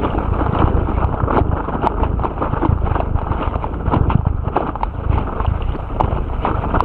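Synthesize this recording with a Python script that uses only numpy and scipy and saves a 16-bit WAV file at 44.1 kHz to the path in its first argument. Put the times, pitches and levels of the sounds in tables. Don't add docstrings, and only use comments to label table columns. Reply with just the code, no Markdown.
import sys
import numpy as np
from scipy import signal
from scipy.fft import rfft, irfft, next_fast_len
from scipy.io import wavfile
from scipy.ndimage import uniform_filter1d, map_coordinates

SR = 44100
rng = np.random.default_rng(int(sys.argv[2]) if len(sys.argv) > 2 else 0)


def persist_wave(psi):
    counts = np.round(np.clip(psi, -1, 1) * 32767).astype(np.int16)
    wavfile.write(sys.argv[1], SR, np.atleast_2d(counts).T)


N = 301644

# (time of deepest pull [s], pull before smoothing [dB], swing rate [Hz],
# push before the pull [share of the pull])
STRONG_FLAPS = [(0.099, -10.5, 111, 0.53), (0.179, -8, 59, 0.2), (0.322, -4.5, 74.7, 0.37),
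                (0.433, -13.5, 47.3, 1.6), (0.494, -4.5, 96.0, 0.4), (0.534, -8.5, 128, 0.55),
                (0.648, -9.5, 68.4, 2.75), (0.704, -10, 65, .6), (0.754, -6.5, 54.6, 1.0),
                (0.791, -11.5, 56.5, 1.5), (0.857, -9.5, 56.9, 0.51), (0.944, -8, 53.0, 0.34),
                (0.98, -8, 65, .6), (1.049, -4.5, 64, 0.65), (1.142, -11, 89, 0.6),
                (1.238, -4.5, 83.3, 0.71), (1.374, -8, 73.6, 0.46), (1.418, -6, 72.0, 1.0),
                (1.501, -10, 61.7, 1.5), (1.537, -6.5, 69.4, 0.7), (2.028, -6.5, 49.6, 0.6),
                (2.061, -9, 65, .6), (2.145, -10.5, 70, 1.1), (2.535, -7, 95, 0.53),
                (2.696, -3.5, 75.2, .75), (2.733, -8, 74, 1.9), (2.844, -6.5, 66.6, 0.52),
                (2.918, -8, 75.0, 1.05), (2.998, -11, 58.4, 0.33), (3.115, -9, 73.51, 0.66),
                (3.155, -5, 72, 0.65), (3.314, -7.5, 72, 0.81), (3.477, -8, 61.3, 0.33),
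                (3.56, -10, 65, .6), (3.883, -7, 75.0, 0.6), (3.972, -5.5, 84.0, 0.88),
                (4.016, -7.5, 77, 1.85), (4.088, -7, 70, 1.1), (4.158, -3.5, 105, 1.78),
                (4.198, -10, 73.6, 1.5), (4.274, -7.5, 77, 1.7), (4.349, -10.5, 77, 0.55),
                (4.476, -9, 83.0, 0.7), (5.104, -5, 71.7, 0.89), (5.143, -5.5, 65.09, 0.37),
                (5.176, -6.5, 67.6, 0.3), (5.405, -10, 60, .3), (5.485, -5.5, 60.7, 0.91),
                (5.521, -6.5, 75.3, 0.66), (5.56, -12, 63, 0.7), (5.696, -9.5, 53.5, 0.7),
                (6.046, -7, 62.2, 0.8), (6.085, -12, 65, .4), (6.13, -8, 66.0, 0.41), (6.164, -11, 65, .4),
                (6.391, -10.5, 54, 0.3), (6.555, -8.5, 56.3, 1.1), (6.595, -8, 65, .6),
                (6.776, -8, 74.6, 0.32)]
# (time [s], pull [dB])
WEAK_FLAP_LEVEL = [(0, -13), (1.05, -12), (1.3, -17.5), (1.65, -19.5), (1.95, -16.5), (2.1, -10),
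                   (2.3, -18), (2.78, -11.5), (3.4, -15.5), (3.85, -16), (4.05, -11), (4.23, -18),
                   (4.31, -10), (4.55, -21), (4.95, -18.5), (5.06, -12), (5.3, -17.5), (5.55, -14),
                   (5.8, -19), (6.17, -14), (6.84, -16)]
# (time [s], ring peak before a -2 dB ceiling [dB], pitch the blow favours [Hz])
BIG_DROPS = [(0.151, -12, 739.9), (0.465, -8, 1035), (0.552, -9.5, 1085), (0.605, -7.5, 842.3),
             (0.62, -7, 1064), (0.678, -9.5, 1099), (1.046, -9, 994.8), (1.144, -10, 761.1),
             (1.204, -11, 1111), (1.365, -6.5, 813), (1.372, -5.5, 1127), (1.382, -3, 831.7),
             (1.391, -5, 660.4), (1.866, -5.5, 842.1), (2.035, -4.5, 800.9), (2.197, -12, 799.6),
             (2.238, -10, 1067), (2.248, -9, 653), (2.255, -7, 960), (2.652, -6.5, 836),
             (2.955, -9.5, 1133), (3.004, -4.5, 650.8), (3.19, -13, 899.6), (3.217, -12, 771),
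             (3.319, -12, 943.7), (3.477, -12.5, 1001), (3.543, -14.5, 1189), (3.557, -9, 762.9),
             (3.644, -7, 850), (3.937, -7, 1000), (3.942, -3, 814.4), (4.103, -6.5, 888.8),
             (4.567, -2.5, 859.5), (4.607, -8, 620), (4.675, -13, 1000), (4.694, -13, 1250),
             (4.757, -10, 921), (4.811, -18, 828), (4.834, -4.5, 913.5), (5.179, -11.5, 1045),
             (5.403, -9, 1000), (5.449, -12, 900), (5.455, -13, 880), (6.002, -4, 771.8),
             (6.165, -12.5, 803.8), (6.452, -3, 957.3), (6.515, -10.5, 1062), (6.743, -11, 1150)]
# (pitch [Hz], relative level [dB], time to fade by 60 dB [s])
CASING_TONES = [(480.4, -10.5, 0.094), (677.78, 5, 0.017635), (888.59, 1.5, 0.024182), (997.33, -1, 0.026),
                (1190.7, -3, 0.03)]
# (time of contact [s], level before overshoot [dB], pitch [Hz])
CAMERA_HITS = [(1.871, -1, 899), (6.008, -1, 856), (6.805, -1, 1000)]
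# (time [s], level before the fade shape [dB], pitch [Hz])
HULL_SLAPS = [(0.151, -9.5, 318.7), (0.415, -8, 296.3), (0.554, -12, 284.8), (0.624, -10, 297.2),
              (1.337, -12, 319.5), (1.357, -12, 363.6), (1.386, -6.5, 397.8), (1.406, -10, 305.3),
              (1.846, -7.5, 328), (2.25, -11, 358.2), (2.635, -7, 330.8), (2.659, -3.5, 304),
              (3.94, -5, 265.2), (3.957, -7, 273.5), (4.576, -11.5, 356.3), (4.693, -13, 339.3),
              (6.011, -12, 329.7), (6.515, -12, 315.3)]
# (time of middle [s], patter level at middle [dB], half-length [s])
SPRAY_GUSHES = [(0.271, -29, 0.035), (0.393, -22, 0.014), (1.029, -22, 0.02), (1.24, -23, 0.012),
                (1.285, -25, 0.024), (1.309, -19, 0.013), (1.337, -19, 0.017), (1.526, -22, 0.018),
                (1.572, -22, 0.023), (1.607, -21, 0.011), (1.688, -25, 0.012), (1.754, -24, 0.02),
                (1.839, -22, 0.028), (1.941, -26, 0.01), (2.005, -23, 0.013), (2.429, -21, 0.032),
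                (2.463, -24, 0.041), (2.535, -22, 0.015), (2.576, -23, 0.025), (2.631, -18, 0.023),
                (2.731, -25, 0.018), (2.873, -20, 0.016), (2.916, -21, 0.014), (2.961, -22, 0.026),
                (3.276, -27, 0.019), (3.351, -24, 0.011), (3.433, -23, 0.025), (3.877, -27, 0.025),
                (3.928, -20, 0.027), (4.272, -26, 0.017), (4.482, -25, 0.017), (4.572, -16, 0.021),
                (4.628, -24, 0.02), (5.048, -30, 0.02), (5.286, -25, 0.031), (5.329, -22, 0.016),
                (6.083, -25, 0.011), (6.119, -27, 0.026), (6.474, -22, 0.04), (6.575, -27, 0.041),
                (6.636, -23, 0.033), (6.714, -23, 0.022), (6.748, -19, 0.021), (6.767, -22, 0.029)]
# (start [s], level before the fade shape [dB], pitch [Hz])
BRIGHT_TICKS = [(0.104, -22, 2896), (0.588, -14, 3002), (1.744, -31, 3081), (1.819, -24, 2740),
                (2.035, -20.5, 2801), (3.429, -15.5, 2787), (4.118, -20.5, 2750), (4.482, -26, 2780),
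                (5.185, -42, 4650), (5.464, -16.5, 2864), (5.622, -16, 2829), (5.721, -24, 2941),
                (5.76, -40, 4400)]
# (time [s], surge [dB], drop patter [dB], fizz [dB])
STEADY_WATER = [(0.0, -23, -27.5, -49), (0.34, -25.5, -26, -46), (0.55, -22, -23, -43.5),
                (0.78, -25, -31, -57), (1.2, -27, -31, -59), (1.47, -27.5, -36.5, -63),
                (1.56, -29, -31, -57), (2.0, -28, -31, -59), (2.12, -27.5, -36, -61), (2.5, -30, -31, -58),
                (2.8, -30, -35, -61), (3.4, -30.5, -31, -54), (3.7, -28.5, -35, -56),
                (4.05, -27, -32.5, -61), (4.28, -35, -38, -62), (4.65, -29, -32, -62), (4.9, -36, -38, -54),
                (5.2, -28, -33, -55), (5.64, -34, -36, -54), (5.95, -33, -35, -53), (6.06, -28, -32, -52),
                (6.4, -31.5, -34.5, -49), (6.65, -26, -28.5, -50), (6.84, -28, -31.5, -47)]
# (time of peak [s], fizz [dB], build-up over 20 dB [s], die-away over 20 dB [s])
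SPRAY_SWELLS = [(0.03, -41, .1, 0.1984), (0.6, -38.5, .1, .12), (0.69, -44, .06, .08),
                (0.96, -44.5, .4, 0.322), (1.33, -41.5, .05, 0.0939), (1.38, -37, .1, 0.0351),
                (1.7, -52, .3, 0.1478), (1.83, -42, .03, 0.15), (1.87, -38, .06, 0.0291),
                (2.04, -42, .09, 0.091), (2.25, -46, .1, 0.094), (2.439, -45.5, .2, 0.2473),
                (2.66, -43.5, .25, 0.1063), (2.87, -43, .08, 0.2617), (2.97, -45, .2, 0.0752),
                (3.19, -47, .03, 0.0839), (3.33, -46, .12, 0.1839), (3.42, -38, .06, 0.1342),
                (3.49, -46, .05, .08), (3.63, -42.5, .06, .1), (3.74, -49, .02, 0.0819),
                (3.94, -37.5, .09, 0.0726), (4.11, -33, .03, 0.0462), (4.27, -52, .04, .06),
                (4.48, -50, .06, .05), (4.56, -39, .04, 0.1415), (4.675, -45, .02, 0.0544),
                (4.82, -48, .03, 0.066), (5.04, -48, .08, 0.0544), (5.13, -39.5, .04, 0.2172),
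                (5.2, -43, .08, 0.0755), (5.41, -45, .03, 0.134), (5.46, -43, .06, 0.125),
                (5.65, -44, .15, .2), (5.73, -45, .08, .1), (6.004, -31, .008, .025), (6.04, -42, .03, .04),
                (6.11, -45, .06, .1), (6.46, -35, .07, 0.106), (6.63, -41, .09, 0.0476),
                (6.75, -42, .15, .15), (6.8, -41, .05, .03)]
# (time [s], level [dB])
AIR_LEVEL = [(0.05, -71.5), (1.63, -81), (3.87, -77), (4.17, -83.5), (5.83, -74), (6.75, -74)]
# (time [s], level [dB])
GUST_LEVEL = [(0, -24), (1.5, -28), (3, -28), (4.7, -29), (5.3, -26), (6.84, -24)]
# (pitch [Hz], relative strength per Hz [dB])
RUMBLE_COLOUR = [(10, -33.5), (22, -1.5), (45, -1), (90, -13.5), (160, -17), (300, -46), (600, -93.5)]
SURGE_COLOUR = [(70, -41.5), (140, 3), (250, 2.5), (310, 1.5), (370, -1), (460, 1), (600, -13.5),
                (1000, -40.5), (2000, -91)]
PATTER_COLOUR = [(300, -31), (520, -4), (720, -1.5), (920, -0.5), (1100, -5), (1290, -2), (1600, -16),
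                 (1900, -35), (3000, -70.5)]
FIZZ_COLOUR = [(1300, -22), (1900, -3.5), (2150, 0.5), (2500, 1.5), (2950, 0), (3500, -12.5), (4000, -26),
               (4600, -60)]
MIST_COLOUR = [(3300, -20), (3800, -1), (4300, -7), (4700, -16), (5500, -22), (11000, -25), (14500, -33)]
HISS_COLOUR = [(3000, -18), (5000, -3), (10000, -5), (12500, -7), (14000, -28.5)]

FLUTTER_HZ = 27.261
TOP_HZ = 15700
CASING_DULLS_DB = 40.5
GUSH_BODY_DB, GUSH_FIZZ_DB = -3.5, -26.5
SURGE_FOLLOWS, PATTER_FOLLOWS, MIST_FOLLOWS = 0.12, 0.3, 0.88
MIST_DB = -24.5


def sail():
    out = np.zeros(N)
    for s, db, hz, push in STRONG_FLAPS:
        add(out, s - .02, amp(db) * flap(hz, push))
    times, pushes = np.transpose(STRONG_FLAPS)[[0, 3]]
    beats = np.array([0, *times, N / SR])
    for start, stop in zip(beats, beats[1:]):
        steps = max(round((stop - start) * FLUTTER_HZ), 1)
        for s in np.linspace(start, stop, steps + 1)[1:-1]:
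            late, size, pitch, lean = rng.standard_normal(4)
            db = np.interp(s, *np.transpose(WEAK_FLAP_LEVEL)) + 1.8 * size
            push = 0.7253 * np.interp(s, times, pushes) ** 0.94 * np.exp(0.1 * lean)
            hz = 62 * np.exp(.12 * pitch)
            add(out, s - .02 + 0.0025 * late, amp(db) * flap(hz, push))
    return out


def flap(hz, push):
    turns = (np.arange(round(.06 * SR)) / SR - .02) * hz
    turns = np.where(turns < 0, np.maximum(1.4512 * turns, -3 / 4), turns)
    damping = np.exp(-2.2 * np.maximum(turns, 0))
    size = np.where(turns < -1 / 4, push, damping)
    return uniform_filter1d(-size * np.cos(2 * np.pi * turns), size=45)


def knocks():
    out, bursts = np.zeros(N), np.zeros(N)
    t = np.arange(round(.06 * SR)) / SR
    for s, db, hz in BIG_DROPS + lesser(count=70, top_db=-18, spread_db=10, hz=925.84, spread=.33):
        ring = np.zeros(len(t))
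        for mode, level, t60 in CASING_TONES:
            closeness = np.exp(-(np.log(mode / hz) / 0.23814) ** 2)
            detuned_hz = mode * rng.normal(1, 0.04701)
            ring += amp(level) * fade(t, t60) * closeness * np.sin(2 * np.pi * detuned_hz * t)
        ring *= soft_start(t, 0.0015508)
        db = min(db, -2)
        add(out, s - .002, amp(db) * ring / np.abs(ring).max())
        burst_db = db - 29 + rng.normal(0, 3)
        add(bursts, s - .003, amp(burst_db) * fade(t, 0.036) * soft_start(t, 0.0016))
    noise = rng.standard_normal(N)
    spatter = coloured(noise, FIZZ_COLOUR) + amp(-16) * coloured(noise, MIST_COLOUR)
    return out + bursts * spatter


def direct():
    out = np.zeros(N)
    t = np.arange(round(.04 * SR)) / SR - .003
    before = np.exp(-(t / .0009) ** 2)
    after = .65 * np.exp(-(t / .0008) ** 2) + .35 * fade(t, .03)
    shape = np.where(t < 0, before, after)
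    overshoot_db = 3
    for s, db, hz in CAMERA_HITS:
        swing = shape * np.cos(2 * np.pi * hz * t)
        add(out, s + 1 / hz - .003, -amp(db + overshoot_db) * swing)
    return out


def slaps():
    out = np.zeros(N)
    t = np.arange(round(.06 * SR)) / SR
    shape = soft_start(t, 0.0028) * fade(t, 0.04934)
    for s, db, hz in HULL_SLAPS + lesser(count=45, top_db=-16, spread_db=8, hz=340, spread=.4):
        add(out, s - .005, amp(db) * shape * np.sin(2 * np.pi * hz * t))
    return out


def gushes():
    shape = np.zeros(N)
    for s, db, half_length in SPRAY_GUSHES:
        add(shape, s - half_length, amp(db) * np.hanning(round(2 * half_length * SR)))
    spray = patches(drops(rate=900, spread_db=3.0, smooth_db=-3), depth_db=3.0)
    patter = coloured(spray, PATTER_COLOUR)
    body = amp(GUSH_BODY_DB) * coloured(spray, SURGE_COLOUR)
    fizz = amp(GUSH_FIZZ_DB) * coloured(spray, FIZZ_COLOUR)
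    return shape * (patter + body + fizz)


def ticks():
    out = np.zeros(N)
    t = np.arange(round(.02 * SR)) / SR
    shape = soft_start(t, .0012) * fade(t, 0.01)
    weak = []
    for s, db, hz in lesser(count=70, top_db=-32, spread_db=8.5, hz=3648, spread=.3):
        octaves_above = max(np.log2(hz / 3000), 0)
        weak.append((s, db - CASING_DULLS_DB * octaves_above, hz))
    for s, db, hz in BRIGHT_TICKS + weak:
        add(out, s, amp(db) * shape * np.sin(2 * np.pi * hz * t))
    return out


def water():
    surge_db, patter_db, fizz_db = curves(STEADY_WATER)
    lift_db = splash_db()
    clumps, flicker = wobble(16), wobble(45)

    surge_drops = drops(rate=300, spread_db=4.5, smooth_db=-2.5)
    surge_swell = amp(1.8 * clumps + 1.5 * flicker + 1.5 * wobble(30))
    surge = unit(surge_swell * coloured(surge_drops, SURGE_COLOUR))

    spray = drops(rate=600, spread_db=3.0, smooth_db=-4.5)
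    patter_swell = amp(1.3 * clumps + 2.4 * flicker)
    patter = unit(patter_swell * coloured(patches(spray, depth_db=2.5), PATTER_COLOUR))

    fine_spray = patches(spray + amp(2.0) * rng.standard_normal(N), depth_db=3.5)
    fizz_swell = amp(0.97 * clumps + 1.6 * flicker)
    fizz = unit(fizz_swell * coloured(fine_spray, FIZZ_COLOUR))

    mist_db = fizz_db + MIST_DB + MIST_FOLLOWS * lift_db + 2.0 * flicker
    return (amp(surge_db + SURGE_FOLLOWS * lift_db) * surge
            + amp(patter_db + PATTER_FOLLOWS * lift_db) * patter
            + amp(fizz_db + lift_db) * fizz
            + amp(mist_db) * coloured(spray, MIST_COLOUR))


def wash():
    rush = coloured(patches(rng.standard_normal(N), depth_db=2.5), PATTER_COLOUR)
    far_fizz = coloured(patches(rng.standard_normal(N), depth_db=2.5), FIZZ_COLOUR)
    air = amp(curves(AIR_LEVEL)[0]) * coloured(rng.standard_normal(N), HISS_COLOUR)
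    return amp(-44.0) * rush + amp(-62.0) * far_fizz + air


def wind():
    lumps = amp(4.0 * np.tanh(wobble(14)))
    rumble = unit(lumps * coloured(rng.standard_normal(N), RUMBLE_COLOUR))
    return amp(curves(GUST_LEVEL)[0]) * rumble


def splash_db():
    t = np.arange(0, N / SR, .001)
    bed_db = np.interp(t, *np.transpose(STEADY_WATER)[[0, 3]])
    power = amp(2 * bed_db)
    for s, db, rise, fall in SPRAY_SWELLS:
        distance = np.where(t < s, (s - t) / rise, (t - s) / fall)
        power += amp(2 * db - 40 * distance)
    return np.interp(np.arange(N) / SR, t, 10 * np.log10(power) - bed_db)


def lesser(count, top_db, spread_db, hz, spread):
    when, size, pitch = rng.random((count, 3)).T
    crowd = np.cumsum(amp(0.8 * splash_db()))
    s = np.interp(when, crowd / crowd[-1], np.arange(N) / SR)
    return list(zip(s, top_db - spread_db * size, hz * np.exp(spread * (2 * pitch - 1))))


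def drops(rate, spread_db, smooth_db):
    hit, size, sign = rng.random((3, N))
    strength = amp(-spread_db * np.log(1 - .97 * size))
    spikes = (hit < rate / SR) * strength * np.sign(sign - .5)
    return unit(spikes) + amp(smooth_db) * rng.standard_normal(N)


def patches(x, depth_db):
    z = signal.stft(x, nperseg=256)[2]
    field = uniform_filter1d(rng.standard_normal(z.shape), size=2, axis=0)
    field = uniform_filter1d(field, size=5, axis=1)
    return signal.istft(z * amp(depth_db * unit(field)), nperseg=256)[1][:N]


def coloured(x, points):
    m = next_fast_len(N + 8192)
    f, db = np.transpose(points)
    pitches = np.fft.rfftfreq(m, 1 / SR)
    gain = amp(np.interp(np.log(pitches + 1), np.log(f + 1), db, right=-140))
    return unit(irfft(rfft(x, m) * gain, m)[:N])


def wobble(rate):
    points = rng.standard_normal(int(N * rate / SR) + 4)
    return map_coordinates(points, [np.arange(N) * rate / SR])


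def curves(rows):
    s, *cols = np.transpose(rows)
    return [np.interp(np.arange(N) / SR, s, c) for c in cols]


def soft_start(t, rise):
    return np.sin(np.pi / 2 * np.minimum(t / rise, 1)) ** 2


def fade(t, t60):
    return amp(-60 * t / t60)


def add(track, s, sound):
    part = track[max(round(s * SR), 0):][:len(sound)]
    part += sound[:len(part)]


def amp(db):
    return 10 ** (np.asarray(db) / 20)


def unit(x):
    return x / np.sqrt(np.mean(x ** 2) + 1e-20)


def scene():
    boat = sail() + knocks() + direct() + slaps() + gushes() + ticks()
    return (boat + water() + wash() + wind())[None]


def record(dry):
    clipped = np.clip(dry, -1, 1)
    keep = np.fft.rfftfreq(N, 1 / SR) < TOP_HZ
    return irfft(rfft(clipped) * keep, N)


dry = scene()
out = record(dry)
persist_wave(out)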